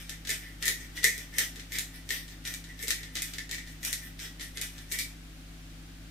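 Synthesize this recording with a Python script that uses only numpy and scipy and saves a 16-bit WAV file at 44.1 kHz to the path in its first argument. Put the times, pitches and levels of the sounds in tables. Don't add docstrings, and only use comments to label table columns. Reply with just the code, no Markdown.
import sys
import numpy as np
from scipy import signal
from scipy.fft import rfft, irfft
from scipy.io import wavfile
from scipy.ndimage import uniform_filter1d, map_coordinates

SR = 44100
rng = np.random.default_rng(int(sys.argv[2]) if len(sys.argv) > 2 else 0)


def wrap_up_sound(samples):
    columns = np.atleast_2d(samples).T
    tamed = np.clip(columns, -1, 1)
    steps = np.round(tamed * 32767).astype(np.int16)
    wavfile.write(sys.argv[1], SR, steps)


def gain_from_db(level_db):
    decades = np.asarray(level_db, float) / 20
    return 10 ** decades


N = 269010

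# (frequency [Hz], level [dB], t60 [s])
HOLLOW_MODES = [(1820, -6, .04), (1905, -7, .03), (1955, -5, .04), (2030, -5, .03), (2100, -8, .03),
                (2150, -8, .04), (1985, 9, .009)]
# (frequency [Hz], level [dB], t60 [s])
WALL_MODES = [(2300, -1, .03), (2400, 0, .012), (2495, -7, .03)]


def rms_one(x):
    return x / np.sqrt(np.mean(x ** 2) + 1e-20)


def at_hz(points, hz):
    table_hz, values = np.array(points).T[:2]
    return np.interp(np.log(hz + 1), np.log(table_hz), values)


def drift(rate):
    knots = rng.standard_normal(400)
    return map_coordinates(knots, [np.arange(N) / SR * rate + 3], order=3)


def band(x, low_hz, high_hz):
    return signal.sosfilt(signal.butter(3, [low_hz, high_hz], "band", fs=SR, output="sos"), x)


def colour(x, spectrum):
    size = 4096
    log_gain = np.log(gain_from_db(at_hz(spectrum, np.fft.rfftfreq(size, 1 / SR))))
    cepstrum = irfft(log_gain)
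    cepstrum[1:size // 2] *= 2
    cepstrum[size // 2 + 1:] = 0
    response = irfft(np.exp(rfft(cepstrum)))
    return signal.fftconvolve(x, response[None], axes=1)[:, :N]


def ring(clicks, modes):
    out = 0
    for row, (hz, level_db, t60) in zip(clicks, modes):
        r = gain_from_db(-60 / (t60 * SR))
        w = 2 * np.pi * hz / SR
        mode = signal.lfilter([0, np.sin(w)], [1, -2 * r * np.cos(w), r * r], row + 1e-18)
        out = -out + gain_from_db(level_db) * mode
    return out


def swell(rows, rise, fall):
    start_s, hold_s, *levels_db = np.transpose(rows)[:, :, None]
    t = np.arange(0, N + 64, 64) / SR
    early = np.maximum(start_s - t, 0)
    late = np.maximum(t - start_s - np.maximum(hold_s, 0), 0)
    loss_db = rise * early + fall * late
    curves = [gain_from_db(level_db - loss_db).max(axis=0) for level_db in levels_db]
    return np.array([np.interp(np.arange(N) / SR, t, curve) for curve in curves])


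def hiss():
    # (frequency [Hz], density [dB per Hz])
    noise_spectrum = [(35, 2.5), (75, -3.5), (130, 2), (200, -1.5), (320, 2), (400, -10), (800, -9.5),
                      (950, -15), (1500, -8), (3700, -10.5), (7000, -16), (11700, -20.5), (15500, -23),
                      (15900, -53)]
    # (frequency [Hz], likeness [-1 to 1])
    noise_likeness = [(60, .7), (130, .7), (290, .85), (640, .36), (1400, 0), (15000, 0)]
    level_db = -52.5
    hz = np.fft.rfftfreq(N, 1 / SR)
    mid, side = rfft(rng.standard_normal((2, N))) * gain_from_db(at_hz(noise_spectrum, hz))
    alike = np.clip(at_hz(noise_likeness, hz), -1, 1)
    both = irfft(np.sqrt(1 + alike) * mid + np.sqrt(1 - alike) * side * [[1], [-1]], N)
    balance_db = np.array([[.6], [-.6]])
    return gain_from_db(level_db) * rms_one(both) * gain_from_db(balance_db + 0.59 * drift(0.88))


def fridge():
    # (frequency [Hz], level [dB rms], wander [dB])
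    hum_tones = [(49.3, -49, .4), (100, -59.5, .8), (163.2, -55, .8), (265.5, -62, 1.5), (301, -67, 2),
                 (250, -68, 2)]
    t = np.arange(N) / SR
    total = 0
    for hz, level_db, wander_db in hum_tones:
        level = np.sqrt(2) * gain_from_db(level_db + wander_db * drift(12))
        total = total + level * np.sin(2 * np.pi * hz * t + 1.03 * wander_db * drift(10))
    return total * gain_from_db(np.array([[.4], [-.4]]))


def room_answer():
    # (frequency [Hz], t60 [s])
    tail_decay = [(300, 0.25), (2000, 0.25), (6000, 0.27), (14000, 0.26)]
    # (frequency [Hz], likeness [0 to 1])
    tail_likeness = [(300, 0.6), (1500, 0), (2300, 0.36), (3500, 0.33), (12000, 0)]
    # (delay [s], left level [dB], right level [dB])
    early_echoes = [
        (.0022, 0.5, -25.5),
        (.0074, -4, -1),
        (.013, -55, -50),
    ]
    tail_db = 2
    t = np.arange(SR // 2) / SR
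    hz, frames, (mid, side) = signal.stft(rng.standard_normal((2, len(t))), SR, nperseg=256)
    alike = np.clip(at_hz(tail_likeness, hz), 0, 1)[:, None]
    cells = np.sqrt(1 + alike) * mid + np.sqrt(1 - alike) * side * [[[1]], [[-1]]]
    decay = gain_from_db(-60 * frames / at_hz(tail_decay, hz)[:, None])
    tail = signal.istft(cells * decay, SR)[1][:, :len(t)]
    tail *= np.clip((t - .004) / 0.0071, 0, 1)
    room = gain_from_db(tail_db) * tail / np.sqrt(np.sum(tail ** 2, axis=1, keepdims=True))
    room[:, 0] += 1
    for k, (delay, left_db, right_db) in enumerate(early_echoes):
        at = round(delay * SR * rng.uniform(.94, 1.06))
        room[0, at] += gain_from_db(left_db)
        room[1, at + 3 * k + 2] += gain_from_db(right_db)
    return room


def kitchen(x):
    turn_s, poses = .355, 4
    pose = ((np.arange(N) / SR + .12) // turn_s) % poses
    out = 0
    for k in range(poses):
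        share = uniform_filter1d((pose == k) * 1., size=400)
        out = out + signal.fftconvolve(x * share, room_answer(), axes=1)[:, :N]
    return out


def splinter(count, decay_s, apart):
    t = np.arange(400) / SR
    shape = np.exp(-t / decay_s) * np.minimum(t / 0.00055, 1)
    shared = rng.standard_normal((count, 1, len(t)))
    separate = rng.standard_normal((count, 2, len(t)))
    spectrum = rfft((shared + apart * separate) * shape)
    burst = irfft(spectrum / np.abs(spectrum)) * np.sqrt(shape)
    return burst / np.sqrt(np.sum(burst ** 2, axis=2, keepdims=True))


def crunch():
    # (time [s], hold [s], fine crunch [dB], rub on the hollow [dB], rub on the upper wall modes [dB])
    bites = [(.1, 0.0083, -45.5, -44, -63), (.29, 0.032, -35.5, -44, -41), (.635, 0.059, -38, -32.5, -43),
             (.97, 0.0071, -39.5, -45, -55), (1.04, 0.026, -34.5, -30.5, -31.5),
             (1.39, 0.018, -32.5, -38, -56), (1.73, 0.033, -38.5, -38, -40),
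             (2.105, 0.041, -36, -38.5, -47), (2.47, 0.0063, -35.5, -46, -41),
             (2.54, 0.0086, -51, -60, -46), (2.8, 0.034, -44, -42, -52), (2.885, 0.015, -42, -57, -35),
             (3.155, 0.025, -40, -45, -46), (3.52, 0.037, -47, -43, -44), (3.845, 0.034, -35, -54, -41),
             (4.21, 0.012, -37, -44, -50), (4.41, 0.022, -44, -45, -57), (4.565, 0.016, -42, -40.5, -64),
             (4.62, 0.0081, -37.5, -52, -44), (4.925, 0.011, -36, -37, -40),
             (4.99, 0.0076, -36, -50, -35.5)]
    # (time [s], hold [s], fine crunch [dB], rub on the hollow [dB])
    regrips = [(.001, 0.002, -41.5, -54), (.42, 0.08, -55, -46), (.8, 0.048, -50.5, -49),
               (1.19, 0.014, -45, -43.5), (1.35, 0.018, -48, -43), (1.56, 0.032, -53, -59),
               (1.94, 0.023, -51.5, -49), (2.3, 0.025, -54, -53), (2.69, 0.008, -53, -47.5),
               (2.98, 0.067, -53.5, -43), (3.24, 0.14, -50.5, -62), (3.39, .015, -54, -43.5),
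               (3.64, 0.083, -55, -52.5), (4.01, 0.044, -49.5, -49), (4.73, 0.089, -57.5, -57),
               (5.1, 0.032, -75, -61)]
    # (time [s], hold [s], knock [dB])
    jolts = [
        (.31, .02, -64),
        (.68, .01, -49),
        (1.04, 0.007, -37.5),
        (1.385, 0.017, -61),
        (1.56, .003, -51),
        (1.76, 0.033, -64),
        (2.83, 0.0064, -50),
        (4.22, .01, -55),
        (4.57, 0.057, -53),
    ]
    grains_per_s, size_spread_db, colour_wander_db = 2000, 3, 2.8
    slips = swell(regrips, rise=296, fall=299)
    slip_wall = slips[0] * gain_from_db(-7)
    slips = np.array([*slips, slip_wall])
    fine, rub, wall = swell(bites, rise=632, fall=255) + slips
    knock = swell(jolts, rise=900, fall=500)[0] + rub * gain_from_db(-18)

    sizes = gain_from_db(size_spread_db * np.minimum(rng.exponential(1, N), 4)) * rng.choice([-1, 1], N)
    chance = grains_per_s * gain_from_db(3 * drift(40)) / SR
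    ticks = rms_one(sizes * (rng.random(N) < chance))
    grain = splinter(count=1, decay_s=0.00037, apart=0.99)[0]
    raw_grit = signal.fftconvolve(ticks[None], grain, axes=1)[:, :N]
    edges_hz = [500, 3500, 5500, 8500, 12000, 19000]
    grit = 0
    for low_hz, high_hz in zip(edges_hz, edges_hz[1:]):
        grit = grit + band(raw_grit, low_hz, high_hz) * gain_from_db(colour_wander_db * drift(25.08))
    forces = ticks * np.array([rub * gain_from_db(-29), wall * gain_from_db(-25), knock * gain_from_db(-31.0)])
    return grit * fine * gain_from_db(-2.5), forces


def cracks():
    # (time [s], peak [dB], hollow ring [dB], brightness [dB])
    whole_corns = [(.0939, -21, -36, -3), (.2923, -16.5, -6, 7), (.303, -14, -7.5, 2),
                   (.625, -17.5, -20, -8.5), (.6549, -15.5, -19, 13), (.6664, -17, -23, 13),
                   (.6798, -8.5, -12, 6), (1.0415, -4, -7, 6.5), (1.1789, -25, -14, 11),
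                   (1.3833, -8.5, -8, 12), (1.7201, -23.5, -4, -3), (1.7852, -13, -10.5, 8),
                   (2.0902, -22.5, -9, -5), (2.1049, -18, 3.5, -9), (2.4747, -23.5, -3.5, -9),
                   (2.5385, -20.5, -18, 4), (2.8266, -22.5, -11, 8), (2.8809, -14, -12, 7),
                   (2.9052, -9, -17, -1.5), (3.1537, -19, -6, -6.5), (3.2201, -16, -16, 11),
                   (3.383, -22.5, -4, -9), (3.5115, -18.5, -17, -3), (3.8297, -24, -4.5, 0),
                   (3.8491, -17, -19, 13), (3.928, -13, -15.5, 6), (4.572, -23, -4.5, -10),
                   (4.6133, -16, -19, 5), (4.9203, -18.5, -16, 18), (4.9877, -16, -7, 10)]
    # (time [s], peak [dB], hollow ring [dB])
    broken_pieces = [(.25, -31, -4), (0.2717, -24.5, -15), (0.6957, -26.5, -18), (0.9684, -29.5, -17),
                     (0.9747, -35, 2), (1.0308, -20, -9), (1.3383, -36.5, 1), (1.5581, -33.5, -1),
                     (1.5955, -31.5, -4), (1.7359, -35, -1), (1.7545, -26.5, -2), (2.2795, -36.5, -5),
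                     (2.451, -25.5, -7), (2.64, -34.5, -10), (2.7908, -33.5, -3), (2.8722, -26, -20),
                     (3.031, -30.5, -17), (3.1676, -21.5, -18.5), (3.186, -28, -17), (3.3354, -26.5, -10.5),
                     (3.492, -30.5, -5), (3.528, -28.5, -4), (3.5444, -27, -11), (3.5817, -32, -3),
                     (3.6735, -37.5, -12), (4.1916, -30.5, -7), (4.3963, -32, -2), (4.4082, -27.5, -1.5),
                     (4.78, -33, -14), (4.915, -25, -12)]
    snap_s, chip_s, chip_bright_db = .0019, .004, -13
    snap_low_db, snap_high_db, wall_blow_db = 8, 8, -15
    rows = [*whole_corns, *[(*piece, chip_bright_db) for piece in broken_pieces]]
    mode_counts = [len(HOLLOW_MODES), len(WALL_MODES)]
    snaps = np.zeros((2, 2, N))
    blows = np.zeros((sum(mode_counts), N))
    decay_s = np.repeat([snap_s, chip_s], [len(whole_corns), len(broken_pieces)])
    bursts = splinter(count=len(rows), decay_s=decay_s[:, None, None], apart=1.0)
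    strengths = gain_from_db(5.1 * rng.standard_normal((len(rows), len(blows))))
    for (s, peak_db, ring_db, bright_db), burst, strength in zip(rows, bursts, strengths):
        at = round(s * SR)
        halves_db = np.array([snap_low_db - bright_db / 2, snap_high_db + bright_db / 2])
        snaps[:, :, at:at + burst.shape[1]] += gain_from_db(peak_db + halves_db)[:, None, None] * burst
        blow_db = np.repeat([ring_db, wall_blow_db], mode_counts)
        blows[:, at] += gain_from_db(peak_db - 10.5 + blow_db) * strength
    low = signal.butter(2, 7000, "low", fs=SR, output="sos")
    high = signal.butter(2, 7000, "high", fs=SR, output="sos")
    return signal.sosfilt(low, snaps[0]) - signal.sosfilt(high, snaps[1]), blows


def pepper_mill():
    # (frequency [Hz], level [dB], t60 [s])
    thud_modes = [(330, -2.5, 0.028), (441, 1, 0.032), (493, -1, 0.03), (566, -7, 0.016)]
    # (frequency [Hz], density [dB per Hz])
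    snap_spectrum = [(600, -12), (1000, -18), (1300, -9), (1600, 0), (2800, -1), (3700, 5), (4600, 1),
                     (7300, 0.5), (10300, -4.5), (11600, -2), (15200, -9.5), (15800, -23), (17000, -28)]
    thud_db = -21
    snaps, blows = cracks()
    grit, (rub, wall_rub, knock) = crunch()
    split = len(HOLLOW_MODES)
    body = band(ring(blows[:split] + rub, HOLLOW_MODES), 1750, 2230)
    body += band(ring(blows[split:] + wall_rub, WALL_MODES), 2230, 2600)
    body += band(ring(gain_from_db(thud_db) * blows + knock, thud_modes), 215, 870)
    direct = colour(snaps + grit, snap_spectrum)
    return direct * gain_from_db(np.array([[.2], [-.2]])) + body * gain_from_db(np.array([[.1], [-.1]]))


def scene():
    return kitchen(pepper_mill()) + fridge() + hiss()


def top_cut(x):
    return signal.sosfilt(signal.butter(12, 16800, fs=SR, output="sos"), x)


def record(dry):
    low_pass = signal.cheby2(10, 60, 17100, fs=SR, output="sos")
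    mix = signal.sosfilt(low_pass, dry)
    return top_cut(mix)


dry = scene()
out = record(dry)
wrap_up_sound(out)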